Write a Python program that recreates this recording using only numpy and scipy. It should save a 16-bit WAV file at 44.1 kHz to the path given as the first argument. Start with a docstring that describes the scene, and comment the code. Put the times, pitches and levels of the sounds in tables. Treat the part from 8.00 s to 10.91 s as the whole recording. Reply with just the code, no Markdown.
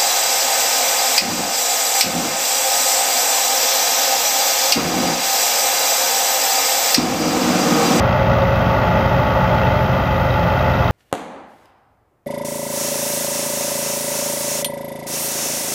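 """Tractor driving a straw thresher

A four-cylinder diesel runs some way off in a stubble field. Its exhaust, the threshing drum and the blower
drone against each other, all geared to one engine speed that sags under load. Gear whine, diesel knock and a
chinking injector ring ride on the roar of straw and air; dry stubble snaps close by."""
import sys
import numpy as np
from scipy import signal
from scipy.fft import rfft, irfft
from scipy.io import wavfile

SR = 44100
rng = np.random.default_rng(int(sys.argv[2]) if len(sys.argv) > 2 else 0)


def put_to_file(sound):
    """Save the sound as 16-bit audio at rate SR, in the file named by the first command-line argument."""
    columns = np.atleast_2d(sound).T  # one column per channel
    safe = np.clip(columns, -1, 1)
    whole_steps = np.round(safe * 32767)
    wavfile.write(sys.argv[1], SR, whole_steps.astype(np.int16))


N = 128331
TIME = np.arange(N) / SR
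FREQS = np.fft.rfftfreq(N, 1 / SR)

DRUM_RATIO, BLOWER_RATIO = 1.5755, 2.465  # shaft turns per engine cycle (two crank revolutions)
# ring of the engine block and sheet-metal housing: frequency_hz, density_db
BODY = [(300, -91), (475, -61.5), (515, -47), (543, -43), (572, -51.5), (600, -43), (626, -54.5),
        (645, -47), (760, -50.5), (825, -50.5), (865, -45), (930, -51.5), (970, -54.5), (1060, -58.5),
        (1165, -54.5), (1205, -50), (1260, -52), (1480, -53), (1550, -61), (1750, -63.5), (1930, -56),
        (2080, -59.5), (2250, -68.5), (2600, -61.5), (2900, -70), (3150, -64.5), (3480, -72), (3700, -74),
        (4250, -76), (4480, -80), (4730, -75.5), (5150, -81), (5350, -76.5), (5620, -87), (5950, -78.5),
        (6230, -88.5), (6480, -83.5), (7600, -100), (8200, -118)]
# accent of each cylinder, in firing order: gain_db
CYLINDER_DB = [-3, -1.5, -2.5, -1.5]


def amp(db):
    """Decibels to gain."""
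    return 10 ** (np.asarray(db) / 20)


def unit(x):
    """Scales to an rms of one."""
    return x / np.sqrt(np.mean(abs(x) ** 2) + 1e-20)


def curve(points):
    """Follows a table over time."""
    return np.interp(TIME, *np.transpose(points))


def over_hz(points):
    """Follows a table over log frequency."""
    hz, value = np.transpose(points)
    return np.interp(np.log(FREQS + 1), np.log(hz + 1), value)


def colour(x, spectrum):
    """Gives a white excitation a spectrum in dB per Hz."""
    return irfft(rfft(unit(x)) * amp(over_hz(spectrum)), N) * np.sqrt(SR / 2)


def drift(rate_hz):
    """Slow random motion with an rms of one."""
    lowpass = np.exp(-(FREQS / rate_hz) ** 2) * (FREQS > 0)
    return unit(irfft(rfft(rng.standard_normal(N)) * lowpass, N))


def strike(age_s, rise_s):
    """Envelope of a hit: silence before it, a quick rise to one, a slower fall."""
    age = np.maximum(age_s, 0) / rise_s
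    return age * np.exp(1 - age)


def tones(turns, partials, waver, rate_hz):
    """Tones locked to a shaft, each wavering in level and phase."""
    out = np.zeros(N)
    for order, db in partials:
        flutter = unit(1 + waver * (drift(rate_hz) + 1j * drift(rate_hz)))
        carrier = np.exp(2j * np.pi * (order * turns + rng.random()))
        out += amp(db) * np.sqrt(2) * (flutter * carrier).real
    return out


def firings(cycles, rise_s, spread_db, cylinder_db):
    """Envelope with a short burst at each firing, uneven in strength."""
    count = (cycles + .945) * len(cylinder_db)  # starts partway through a cycle
    index = np.floor(count).astype(int)
    age_s = (count % 1) / np.gradient(count, TIME)
    accent_db = np.take(cylinder_db, index % len(cylinder_db))
    uneven_db = spread_db * rng.uniform(-0.88, 1, size=512)[index]
    return strike(age_s, rise_s) * amp(accent_db + uneven_db)


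def drone(cycles):
    """Exhaust, drum and blower each sound harmonics of their own rotation and beat against each other."""
    # exhaust tones: multiple_of_engine_cycle, level_db
    exhaust = [(4, -31), (5, -49), (8, -24.5), (9, -39.5), (10, -44), (11, -41), (12, -36), (15, -44),
               (16, -37.5), (19, -41.5), (20, -43.5), (21, -48), (25, -44), (26, -49), (30, -39.5)]
    # drum tones: multiple_of_drum_turn, level_db
    drum = [(2, -38.5), (3, -29), (4, -26), (6, -28.5), (7, -42.5), (8, -32.5), (9, -41.5), (12, -41)]
    # blower tones: multiple_of_blower_turn, level_db
    blower = [(4, -42), (5, -30.5), (6, -37.5), (11, -40), (12, -41), (15, -35.5), (17, -32), (18, -32)]
    # fader rides on those tones: time_s, exhaust_db, drum_db, blower_db
    rides = [(0, 0.5, -2, 1), (.7, 1, 0.5, 0.5), (1.3, -0.2, 0, 0.5), (1.8, -0.8, .5, 1.5),
             (2.15, -1, 1, -4.5), (2.45, -2, 1, -0.5), (2.9, -.5, 2, -2.5)]
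    times, *gains_db = np.transpose(rides)
    shafts = (1, exhaust), (DRUM_RATIO, drum), (BLOWER_RATIO, blower)
    out = np.zeros(N)
    for (ratio, partials), db in zip(shafts, gains_db):
        out += amp(np.interp(TIME, times, db)) * tones(cycles * ratio, partials, waver=.13, rate_hz=3)
    return out


def gears(cycles):
    """Unsteady hums and whines of the drive, and a housing ring near 860 Hz; the loudest swell and fade."""
    # swelling tones, from low hum to high whine: multiple_of_engine_cycle, waver_depth
    swell_tones = [(8.9, .2), (37.76, .15), (59.13, .15), (61.5, .3), (78, .4)]
    # their levels: time_s, hum_db, howl_db, mid_whine_db, housing_ring_db (order 61.5, near 860 Hz),
    # high_whine_db
    swells = [(0, -32, -28, -30, -35, -33), (.5, -30, -25, -34, -32, -31), (.8, -34, -32, -27.5, -33, -33),
              (1.12, -24, -25, -28, -35, -34), (1.38, -30, -30, -28.5, -31.5, -33),
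              (1.64, -29, -33, -24, -32, -35), (1.92, -23.5, -34, -36, -34, -36),
              (2.22, -37, -36, -38, -32, -39), (2.55, -28, -38, -39, -26, -39),
              (2.9, -32, -32, -39, -30, -36)]
    # whine of gears, belts and cooling fan: multiple_of_engine_cycle, level_db
    whine = [(38.41, -32.5), (63.8, -37), (83.85, -37.5)]
    times, *levels_db = np.transpose(swells)
    swelling = np.zeros(N)
    for (order, waver), db in zip(swell_tones, levels_db):
        swelling += amp(np.interp(TIME, times, db)) * tones(cycles, [(order, 0)], waver, rate_hz=6)
    return swelling + tones(cycles, whine, waver=.25, rate_hz=6)


def injector_ring(cycles, pitch_hz=3770, rise_s=.0017, rattle_db=-48.5):
    """Each injector tick rings a bright 3.77 kHz mode; now and then it chinks harder."""
    # the hardest chinks: start_s, level_db
    hits = [(.4205, -30), (1.0075, -34), (1.6700, -31), (2.0560, -33), (2.1640, -32), (2.1970, -32),
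            (2.3060, -26), (2.3410, -31), (2.5930, -30), (2.7380, -33), (2.7720, -33), (2.8420, -31),
            (2.8790, -32)]
    rattle = amp(rattle_db) * unit(firings(cycles, rise_s, spread_db=4, cylinder_db=CYLINDER_DB))
    chinks = sum(amp(db) * strike(TIME - start, rise_s) for start, db in hits)
    ring = np.sin(2 * np.pi * pitch_hz * TIME + 2 * drift(40))
    return (rattle + chinks) * ring


def diesel(cycles, knock_db=-9, clatter_db=-6):
    """Combustion knock and valve clatter ring the block; an injector ticks at each firing."""
    # ring of the injectors: frequency_hz, density_db
    injector = [(1200, -88), (1950, -64.5), (2250, -82), (2650, -70), (2900, -79), (3150, -73), (3480, -92),
                (4300, -88), (4800, -84), (6200, -95), (7000, -104), (8000, -125)]
    blows = firings(cycles, rise_s=.0035, spread_db=2, cylinder_db=np.zeros(4))
    knock = colour(blows * rng.standard_normal(N), BODY)
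    valve_noise = rng.standard_normal(3072)  # loops once per engine cycle
    clatter = colour(valve_noise[(cycles % 1 * len(valve_noise)).astype(int)], BODY)
    injections = firings(cycles, rise_s=.0023, spread_db=3, cylinder_db=CYLINDER_DB)
    ticks = colour(injections * rng.standard_normal(N), injector)
    return amp(knock_db) * knock + amp(clatter_db) * clatter + ticks


def thresher(cycles, throb_depth=.16, straw_db=-3.2):
    """Straw and air roar through the housing, throbbing with the drum, over a low rumble."""
    # low rumble of the thresher: frequency_hz, density_db
    rumble = [(20, -77.5), (33, -72.5), (48, -61.5), (70, -53.5), (110, -50), (150, -47.5), (220, -48.5),
              (300, -56), (400, -56.5), (470, -59.5), (600, -82.5), (1000, -120)]
    throb = 1 + throb_depth * np.cos(2 * np.pi * DRUM_RATIO * cycles)
    straw = colour(throb * rng.standard_normal(N), BODY)
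    return amp(straw_db) * straw + colour(rng.standard_normal(N), rumble)


def hiss():
    """A fine, airy hiss creeps up in level."""
    # colour of the hiss: frequency_hz, density_db
    spectrum = [(6500, -125), (8200, -113), (9500, -106), (10500, -99), (11800, -86.5), (13000, -86),
                (14200, -88), (15700, -88)]
    # its fader ride: time_s, gain_db
    ride = [(0, -3), (.8, -0.7), (1.8, -0.5), (2.9, 0)]
    return amp(curve(ride)) * colour(rng.standard_normal(N), spectrum)


def stubble(low_cut_hz=11800):
    """Dry stalks give tiny bright snaps close by."""
    # snaps ahead of the low cut: start_s, level_db
    snaps = [(1.255, -40), (1.791, -43), (1.8335, -32), (2.2025, -42), (2.2092, -34), (2.2605, -34)]
    bursts = np.zeros(N)
    for start, db in snaps:
        bursts += amp(db) * strike(TIME - start, rise_s=.0008) * rng.standard_normal(N)
    low_cut = signal.butter(5, low_cut_hz, btype="high", fs=SR, output="sos")
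    return signal.sosfilt(low_cut, bursts)


def field_stereo(mono):
    """Near mono: the upper mids lean left, and faint side noise stands for the field's scatter."""
    # stereo lean: frequency_hz, left_minus_right_db
    balance = [(500, 0), (1400, .35), (2000, 1.25), (2800, 1.2), (3600, 0)]
    # scattered sound relative to the housing's ring: frequency_hz, gain_db
    scatter = [(300, -58), (600, -42), (1000, -37), (1400, -32), (2000, -23), (2800, -22), (3400, -24),
               (4200, -32), (6000, -48)]
    lean_db = over_hz(balance) / 2
    side = rfft(colour(rng.standard_normal(N), BODY)) * amp(over_hz(scatter))
    return irfft(rfft(mono) * amp([lean_db, -lean_db]) + [side, -side], N)


def scene():
    """One sagging engine speed drives the whole machine; hiss and stubble sit on top."""
    # engine speed under load: time_s, speed_rpm
    speed = [(0.0, 1736.0), (0.25, 1739.0), (0.6, 1736.6), (1.0, 1731.3), (1.3, 1722.2), (1.55, 1723.3),
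             (1.8, 1715.9), (2.0, 1695.4), (2.25, 1679.8), (2.55, 1674.2), (2.91, 1662.9)]
    # fader ride on diesel and thresher together: time_s, gain_db
    roar_ride = [(0, 0.5), (.55, 0.5), (.85, 1), (1.25, 0.2), (1.55, 0.9), (1.9, -0.3), (2.2, -0.5),
                 (2.6, 0.5), (2.9, 0.5)]
    rpm = curve(speed) * (1 + .0025 * drift(8))  # slight speed jitter
    cycles = np.cumsum(rpm / 120) / SR  # one engine cycle per two revolutions
    machine = drone(cycles) + gears(cycles) + injector_ring(cycles)
    roar = amp(curve(roar_ride)) * (diesel(cycles) + thresher(cycles))
    return field_stereo(machine + roar + hiss() + stubble())


def record(dry, cutoff_hz=15760):
    """A steep high cut takes off the very top."""
    taps = signal.firwin(1501, cutoff_hz, window=("kaiser", 9), fs=SR)
    return signal.oaconvolve(dry, taps[None], "same")


dry = scene()
out = record(dry)
put_to_file(out)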